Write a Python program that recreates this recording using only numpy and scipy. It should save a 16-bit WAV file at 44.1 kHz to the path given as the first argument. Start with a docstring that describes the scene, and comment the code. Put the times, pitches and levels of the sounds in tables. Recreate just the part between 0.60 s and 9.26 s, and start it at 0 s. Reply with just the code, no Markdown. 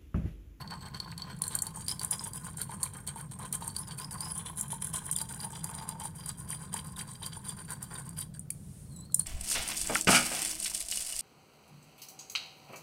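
"""A lab bench, microphone close to a small hand-held glass beaker; ventilation rumbles throughout.
From the start a thin steel probe stirs salted ice, each stroke dragging it along the wall in tiny contacts.
Probe and ice clink on the glass, the probe rings at a pitch set by the grip, and bubbles pop in the melt.
Near 8 s the stirring stops: fingers slide on wet glass, the probe squeaks, and a few last clinks follow."""
import sys
import numpy as np
from scipy import signal
from scipy.fft import rfft, irfft
from scipy.io import wavfile
from scipy.ndimage import uniform_filter1d, map_coordinates

SR = 44100
rng = np.random.default_rng(int(sys.argv[2]) if len(sys.argv) > 2 else 0)


def put_to_file(sound):
    """Save the sound as 16-bit audio at rate SR, in the file named by the first command-line argument."""
    columns = np.atleast_2d(sound).T  # one column per channel
    safe = np.clip(columns, -1, 1)
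    whole_steps = np.round(safe * 32767)
    wavfile.write(sys.argv[1], SR, whole_steps.astype(np.int16))


N = 381906

# beaker wall, damped by hand and ice: pitch_hz, gain_db, t60_s
WALL_MODES = [(7370, -8.5, 0.044), (8360, 2, 0.014), (9000, 2.5, 0.0093), (9255, 9, 0.012),
              (9810, 4.5, 0.012), (10680, -3, 0.015), (11400, -15.5, 0.02), (12900, -5, 0.011),
              (14700, -30, 0.0071), (16200, -18, 0.012)]
# rim of the beaker: pitch_hz, gain_db, t60_s
RIM_MODES = [(2350, -11, 0.008), (3170, -11, 0.055), (3450, -8, 0.012), (3920, -5, 0.01), (5700, -12, .008)]
# bowl of the beaker and its air, deepest first: pitch_hz, gain_db, t60_s
BOWL_MODES = [(470, -1.5, 0.011), (895, 2, 0.19), (928, 9, 0.092), (1044.4, 6, 0.032), (1234, -8, 0.052),
              (1514, 7, 0.01)]
# upper modes of the loosely held probe: pitch_hz, gain_db, t60_s
PROBE_MODES = [(8200, -6, .014), (11000, -13, .006), (13400, -14, .006)]
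PROBE_T60_S, OVERTONE_T60_S = 0.022, 0.035
OVERTONE_RATIO = 1.95  # times the probe's pitch


def strokes(grit_gain, rub_gain, slosh_gain):
    """Salt, ice and probe drag along the glass; each kind of contact rings its own part."""
    # how freely the probe rings: time_s, gain_db
    freedom = [(0, 14.5), (.9, 3), (1.75, 0.5), (2.2, -1), (2.9, -10), (3.1, 6), (3.74, 11.5), (3.79, -25),
               (4.52, -6), (4.58, -1.5), (7.7, 6.5), (8.3, 3), (8.5, 20), (8.66, 13)]
    # ice piled low drives two deep bowl modes: time_s, gain_db
    low_ice = [(4.45, -21), (4.65, -7), (5.45, -2.5), (5.55, -24)]
    chips = grit_gain * contacts(per_s=300, uneven_db=3.2, clump_db=3)
    grit = chips + grit_gain * contacts(per_s=1200, uneven_db=3, clump_db=6.5)
    rub = rub_gain * contacts(per_s=700, uneven_db=3, clump_db=5.5)
    slosh = slosh_gain * contacts(per_s=1100, uneven_db=2, clump_db=3)
    overtone = probe_ring(grit * from_db(5 * drift(per_s=25)), OVERTONE_RATIO, OVERTONE_T60_S)
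    wall = ice_load(body(grit, WALL_MODES, spread_db=4))
    treble = above(from_db(-33.5) * wall + from_db(-27) * overtone, 5700)
    free_rub = rub * from_db(in_time(freedom)[0])
    fundamental = probe_ring(free_rub, 1, PROBE_T60_S)
    sparkle = above(ice_load(body(free_rub, PROBE_MODES, spread_db=5.5)), 5300)
    rim = from_db(3.5) * body(rub, RIM_MODES, spread_db=3.5)
    scrape = above(fundamental + sparkle + rim, 1030)
    hollow = body(slosh * from_db(in_time(low_ice)[0]), BOWL_MODES[1:3], spread_db=6)
    bowl = hollow + body(slosh, BOWL_MODES[:1] + BOWL_MODES[3:], spread_db=3)
    return treble + from_db(-19) * scrape + from_db(-31.5) * above(bowl, 373)


def stroke_pressure():
    """Gains of grit, rubbing and sloshing over time: each stroke sets in fast and dies slower."""
    # strokes, one each way round the beaker: start_s, length_s, force_db
    stir = [(0.0, 0.017, -46.5), (0.099, 0.043, -39.5), (0.204, 0.072, -51), (0.336, 0.022, -35.5),
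            (0.396, 0.13, -52.5), (0.575, 0.15, -53.5), (0.671, 0.055, -49.5), (0.813, 0.043, -41.5),
            (0.901, 0.054, -38), (1.021, 0.052, -43.5), (1.14, 0.062, -44), (1.273, 0.043, -35.5),
            (1.394, 0.05, -41), (1.505, 0.038, -34.5), (1.599, 0.039, -48), (1.652, 0.02, -39),
            (1.74, 0.03, -38), (1.83, 0.066, -48.5), (1.975, 0.04, -36.5), (2.089, 0.053, -47),
            (2.197, 0.068, -49.5), (2.331, 0.055, -44.5), (2.467, 0.027, -41.5), (2.555, 0.056, -43.5),
            (2.71, 0.014, -40.5), (2.787, 0.075, -48.5), (2.928, 0.016, -33), (3.005, 0.08, -44.5),
            (3.148, 0.051, -41), (3.269, 0.049, -46), (3.373, 0.052, -44), (3.506, 0.044, -42.5),
            (3.602, 0.11, -45), (3.75, 0.044, -39.5), (3.851, 0.042, -38), (3.967, 0.073, -42),
            (4.1, 0.034, -34), (4.208, 0.064, -45), (4.328, 0.047, -34.5), (4.435, 0.091, -46),
            (4.564, 0.047, -38.5), (4.682, 0.051, -44), (4.79, 0.056, -41.5), (4.903, 0.073, -48),
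            (5.029, 0.064, -45), (5.127, 0.1, -48), (5.272, 0.036, -40.5), (5.397, 0.068, -42.5),
            (5.544, 0.13, -54.5), (5.672, 0.022, -34.5), (5.77, 0.048, -49.5), (5.874, 0.077, -45.5),
            (5.991, 0.055, -51), (6.119, 0.068, -43.5), (6.24, 0.046, -50.5), (6.361, 0.048, -39.5),
            (6.464, 0.069, -52.5), (6.62, 0.042, -38), (6.72, 0.046, -50), (6.839, 0.069, -43.5),
            (6.964, 0.052, -48.5), (7.079, 0.048, -41.5), (7.202, 0.038, -49.5), (7.301, 0.099, -45),
            (7.443, 0.039, -54), (7.563, 0.056, -41.5), (7.74, 0.02, -50), (8.292, 0.16, -68),
            (8.589, 0.0091, -35.5)]
    # what a stroke of the usual force stirs up: time_s, grit_db, rub_db, slosh_db
    usual_mix = [(0, -64, -61, -44.5), (.72, -81, -54.5, -50.5), (.8, -49, -59, -46),
                 (1.2, -43.5, -56.5, -50.5), (2.5, -44.5, -56, -47), (4.5, -42, -54.5, -50.5),
                 (7.5, -45, -56.5, -48), (7.8, -45.5, -57.5, -65.5), (8.6, -43, -62, -52.5)]
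    # growth with force: grit_db_per_db, rub_db_per_db, slosh_db_per_db
    force_slopes = [0.69, 0.89, 0.48]
    # the ice never quite rests between strokes: grit_db, rub_db, slosh_db
    restless_db = [
        [-8],
        [-10],
        [-0.5],
    ]
    usual_force_db, rise_s, fall_s = -44, 0.0038, 0.01
    pushes, usual_db = np.zeros((3, N)), np.array(in_time(usual_mix))
    for start_s, length_s, force_db in stir:
        start, end = round(start_s * SR), round((start_s + length_s) * SR)
        levels_db = usual_db[:, start] + np.multiply(force_slopes, force_db - usual_force_db)
        pushes[:, start:end] += from_db(levels_db)[:, None]
    attack = lag(pushes, rise_s)
    restless = from_db(restless_db) * uniform_filter1d(pushes, SR // 6, axis=1)
    return np.maximum(attack, lag(attack, fall_s)) + restless


def contacts(per_s, uneven_db, clump_db):
    """Random tiny contacts, mostly small, bunched into short crunches; rms 1."""
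    sizes = from_db(uneven_db * np.minimum(rng.exponential(1, N), 4.5)) * rng.choice([-1, 1], N)
    clumps = from_db(clump_db * drift(per_s=130))
    return rms_one(sizes * clumps * (rng.random(N) < per_s / SR))


def clinks():
    """Each clink is a very short rattle that rings wall, probe and rim."""
    # probe and ice hit the glass: start_s, strength_db, probe_offset_db
    hits = [(0.076, -57, 22), (.283, -46, -2), (0.401, -39.5, 16.5), (0.516, -43, 8), (0.578, -35, 3),
            (0.62, -49, 22.5), (.788, -41, -20), (0.8184, -20.5, -22), (.838, -30, 2), (0.867, -34, -4),
            (0.879, -26, -15), (0.951, -19.5, -15), (0.988, -25.5, -2.5), (1.02, -15, -42),
            (1.067, -25.5, -7.5), (1.264, -35, -6), (1.282, -20.5, -3), (1.293, -39, 13.5),
            (1.314, -36.5, 12.5), (1.394, -31, 2.5), (1.414, -33, -1), (1.432, -30, -28),
            (1.4464, -24, -36), (1.51, -16.5, -34), (1.594, -43.5, 15), (1.7332, -30, -10.5),
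            (1.971, -29.5, -21), (2.0149, -21.5, -10.5), (2.2303, -17, -10.5), (2.2357, -21.5, -25),
            (2.4741, -23, -12), (2.926, -20.5, -19.5), (3.0777, -24, -25), (3.101, -55.5, 17.5),
            (3.164, -27.5, 2), (3.387, -33.5, -12), (3.445, -42.5, 11), (3.606, -27.5, -3),
            (3.86, -40, -25), (3.972, -33, -36), (4.01, -22, -40), (4.105, -47, -19), (4.2214, -28.5, -37),
            (4.269, -30, -30), (4.339, -31, -8), (4.512, -23, -43), (4.562, -20.5, -18), (4.586, -27, -3.5),
            (4.614, -24, -8.5), (4.7247, -30, -26), (4.8025, -32.5, -0.5), (5.042, -20, -17),
            (5.111, -35, -24), (5.2895, -25, -31), (5.398, -33, -23), (5.659, -30.5, -16), (5.692, -32, -1),
            (5.903, -27.5, -23), (6.1395, -23, -26), (6.662, -29, -1.5), (6.895, -40, 3), (7.104, -34, -14),
            (7.227, -27, -28), (7.491, -35, -20), (7.61, -34, -12), (7.7932, -37, -36),
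            (7.9032, -20.5, -21), (8.521, -44.5, -1.5), (8.5436, -12.5, -27), (8.5938, -20.5, -30)]
    start_s, strength_db, probe_offset_db = np.transpose(hits)
    rattle_s = 0.0042
    envelope = np.sin(np.linspace(0, 1, round(rattle_s * SR)) ** 0.65 * np.pi)
    rattles = envelope * rng.standard_normal((len(hits), SR // 50))[:, :len(envelope)]
    rattles /= np.linalg.norm(rattles, axis=1, keepdims=True)
    at = np.round(start_s * SR).astype(int)[:, None] + np.arange(len(envelope))
    glass, steel = np.zeros(N), np.zeros(N)
    glass[at] = from_db(strength_db - 12.5)[:, None] * rattles
    steel[at[:, 8]] = from_db(strength_db + probe_offset_db + 4)  # one click early in each rattle
    fundamental = from_db(-4) * above(probe_ring(steel, 1, PROBE_T60_S), 3700)
    rim = body(from_db(-19) * steel + from_db(-20) * glass, RIM_MODES, spread_db=2)
    wall = from_db(2) * body(glass, WALL_MODES, spread_db=4)
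    overtone = probe_ring(glass, OVERTONE_RATIO, OVERTONE_T60_S)
    sparkle = body(from_db(-18) * steel, PROBE_MODES, spread_db=2)
    treble = above(wall + overtone + sparkle, 6200)
    return above(treble, 5200) + above(fundamental + rim, 1500)


def probe_ring(clicks, ratio, t60_s):
    """A mode of the steel probe: a decay in a frame that turns at ratio times the probe's pitch."""
    turn = np.exp(2j * np.pi * np.cumsum(ratio * probe_hz()) / SR)
    decay = from_db(-60 / (t60_s * SR))
    return (signal.lfilter([1], [1, -decay], clicks / turn + 1e-18) * turn).imag


def probe_hz():
    """The probe's pitch follows the grip, wavers, and arches with each bend against the glass."""
    # resting pitch set by the grip: time_s, pitch_hz
    grip = [(0, 4400), (.9, 4330), (1.27, 4600), (1.75, 4600), (2.17, 4400), (2.9, 4350), (3.1, 4530),
            (3.74, 4620), (3.79, 5050), (4.52, 5050), (4.58, 4770), (6, 4730), (7.7, 4640), (8.3, 4350),
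            (8.66, 4330)]
    # bends of the probe: middle_s, length_s, shift_hz
    bends = [(1.32, 0.073, 550), (1.58, 0.22, 397), (1.793, 0.17, 307), (3.225, 0.12, 544),
             (3.46, 0.14, 455), (3.674, 0.14, 463.5), (8.385, 0.14, -330), (8.547, 0.063, -400)]
    flutter_hz, wander_hz = 30, 45
    t = np.arange(N) / SR
    waver = flutter_hz * drift(per_s=73) + wander_hz * drift(per_s=12)
    arches = sum(shift_hz * np.sqrt(np.clip(1 - (2 * (t - middle_s) / length_s) ** 2, 0, 1))
                 for middle_s, length_s, shift_hz in bends)
    return in_time(grip)[0] + waver + arches


def body(clicks, modes, spread_db):
    """Each mode is struck with a strength that changes as the point of contact moves."""
    out = np.zeros(N)
    for hz, gain_db, t60_s in modes:
        contact_db = spread_db * (drift(per_s=70) + 0.7 * drift(per_s=8))
        out += ring(clicks * from_db(gain_db + contact_db), hz, t60_s)
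    return out


def ice_load(x, shift_s=0.0022):
    """Pressing ice retunes all modes together by a few percent, through a wandering time shift."""
    return map_coordinates(x, [np.arange(N) + shift_s * SR * drift(per_s=9)], order=3)


def knocks():
    """A lump of ice knocks the bottom; the soft blow rings the deepest bowl modes."""
    # blows of the ice: start_s, strength_db
    lumps = [(1.172, -44), (2.094, -39.5), (2.56, -37.5), (3.022, -38), (4.13, -37), (5.053, -37),
             (6.143, -37), (6.617, -45.5), (6.77, -41)]
    start_s, strength_db = np.transpose(lumps)
    blows = np.zeros(N)
    blows[np.round(start_s * SR).astype(int)] = from_db(strength_db - 6.5)
    return above(body(lag(blows, 0.00015), BOWL_MODES[:3], spread_db=2), 330)


def taps(t60_s=0.018):
    """A small chip of ice taps the glass and sounds its own short damped note."""
    # ice chips: start_s, level_db, pitch_hz
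    chips = [(2.264, -39, 2340), (3.387, -43, 2470), (6.895, -36, 3420), (7.749, -48, 1600),
             (7.77, -48, 1600), (7.855, -60, 1500), (7.9034, -38, 2320), (8.499, -50, 1300)]
    out, t = np.zeros(N + SR), np.arange(SR // 20) / SR
    for start_s, level_db, hz in chips:
        start = round(start_s * SR)
        envelope = from_db(level_db - 60 * t / t60_s) * np.minimum(t * hz, 1)
        out[start:start + len(t)] += envelope * np.sin(2 * np.pi * hz * t)
    return out[:N]


def bubbles(slosh_gain):
    """A bubble's pitch glides ever faster to its end; small ones pop louder as the melt sloshes."""
    # distinct bubbles and drops: start_s, level_db, start_hz, end_hz
    distinct = [(0.519, -45, 1480, 3600), (4.485, -47, 1750, 2520), (4.555, -37.5, 3680, 3170),
                (5.925, -43, 1550, 3000), (6.16, -43.5, 1490, 3970), (6.36, -44.5, 3970, 3180),
                (6.405, -41.5, 1440, 3850), (6.63, -38, 4100, 3170), (7.357, -43, 3900, 3400)]
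    rising_s, falling_s, small_s, small_climb_ratio = 0.0116, 0.0096, 0.0075, 1.44
    pops = [(start_s, level_db, start_hz, end_hz, rising_s if end_hz > start_hz else falling_s)
            for start_s, level_db, start_hz, end_hz in distinct]
    for when, loudness, pitch in rng.random((170, 3)):  # the small bubbles
        at = int(when * N)
        level_db = 20 * np.log10(slosh_gain[at] + 1e-9) + 8 * loudness - 13
        hz = 1600 * 2.4 ** pitch
        pops.append((at / SR, level_db, hz, small_climb_ratio * hz, small_s))
    out = np.zeros(N + SR)
    for start_s, level_db, start_hz, end_hz, length_s in pops:
        start = round(start_s * SR)
        progress = np.linspace(0, 1, round(length_s * SR))
        glide_hz = start_hz * (end_hz / start_hz) ** progress ** 1.52
        pop = np.sin(np.pi * progress) * np.sin(2 * np.pi * np.cumsum(glide_hz) / SR)
        out[start:start + len(pop)] += from_db(level_db) * pop
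    return out[:N]


def fingers():
    """Skin on wet glass gives a smooth broad swish; steady drag makes the probe sing."""
    # fingers, then probe, slide along the glass: time_s, swish_db, squeak_db
    slide = [(7.9, -110, -110), (7.95, -63.5, -110), (8.2, -58.5, -100), (8.33, -66, -66), (8.47, -89, -64),
             (8.55, -79, -79), (8.66, -82, -74)]
    swish_db, squeak_db = in_time(slide)
    skin, drag = rng.standard_normal((2, N))
    swish = above(ring(skin, hz=9260, t60_s=0.0016) + from_db(-22) * skin, 1200)
    low_squeak = rms_one(probe_ring(drag, ratio=1, t60_s=0.08))
    high_squeak = rms_one(ring(drag * from_db(10 * drift(per_s=60)), hz=8300, t60_s=0.02))
    return from_db(swish_db) * rms_one(swish) + from_db(squeak_db) * (low_squeak + high_squeak)


def room(x, t60_s=0.18, onset_s=0.0019):
    """Bench and walls answer with a short dying wash."""
    t = np.arange(SR // 2) / SR
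    wash = rng.standard_normal(len(t)) * from_db(-60 * t / t60_s) * np.minimum(t / onset_s, 1)
    return signal.fftconvolve(x, wash / np.sqrt(np.sum(wash ** 2)))[:N]


def room_tone():
    """Steady ventilation rumble under a faint hiss."""
    # ventilation: frequency_hz, relative_density_db
    rumble = [(28, -5), (45, -8.5), (98, 0), (115, -5), (133, 4.5), (147, 1.5), (162, 6), (180, -4),
              (195, 0), (245, -14.5), (276, -15), (370, -21.5), (600, -45)]
    # room and microphone hiss: frequency_hz, relative_density_db
    hiss = [(250, -33), (420, 12.5), (1420, -3.5), (2140, -11), (3140, -27), (4450, -24), (6000, -39),
            (9110, -14), (16000, -24)]
    return from_db(-46) * coloured(rumble) + from_db(-68) * coloured(hiss)


def coloured(spectrum):
    """Steady noise with the given spectrum; rms 1."""
    hz, level_db = np.transpose(spectrum)
    grid_hz = np.arange(N // 2 + 1) * SR / N + 1
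    shape = from_db(np.interp(np.log(grid_hz), np.log(hz), level_db))
    return rms_one(irfft(rfft(rng.standard_normal(N)) * shape, N))


def ring(clicks, hz, t60_s):
    """A unit click sets a sine of height 1 ringing."""
    decay, step = from_db(-60 / (t60_s * SR)), 2 * np.pi * hz / SR
    return signal.lfilter([0, np.sin(step)], [1, -2 * decay * np.cos(step), decay ** 2], clicks + 1e-18)


def above(x, hz):
    """Steep high-pass: a thin wall hardly radiates below its modes."""
    return signal.sosfilt(signal.butter(4, hz, "high", fs=SR, output="sos"), x)


def lag(x, seconds):
    """One-pole smoothing."""
    decay = np.exp(-1 / (seconds * SR))
    return signal.lfilter([1 - decay], [1, -decay], x)


def drift(per_s):
    """A random curve through per_s points a second, each of spread 1."""
    knots = rng.standard_normal(int(per_s * N / SR) + 2)
    return np.interp(np.arange(N) * per_s / SR, np.arange(len(knots)), knots)


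def in_time(rows):
    """Columns of a curve table at every sample."""
    time_s, *columns = np.transpose(rows)
    return [np.interp(np.arange(N) / SR, time_s, column) for column in columns]


def from_db(db):
    """Decibels to gain."""
    return 10 ** (np.asarray(db) / 20)


def rms_one(x):
    """Scale to rms 1."""
    return x / np.sqrt(np.mean(x ** 2) + 1e-20)


def scene():
    """Beaker close to one microphone, room tone behind."""
    grit, rub, slosh = stroke_pressure()
    beaker = strokes(grit, rub, slosh) + clinks() + knocks() + taps() + bubbles(slosh) + fingers()
    return (beaker + room_tone() + from_db(-11.5) * room(beaker))[None]


def record(dry):
    """The microphone drops the lowest bass; the top is cut above about 16 kHz."""
    top_cut = signal.cheby2(14, 70, 16700, fs=SR, output="sos")
    return signal.sosfilt(top_cut, above(dry, hz=36))


dry = scene()
out = record(dry)
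put_to_file(out)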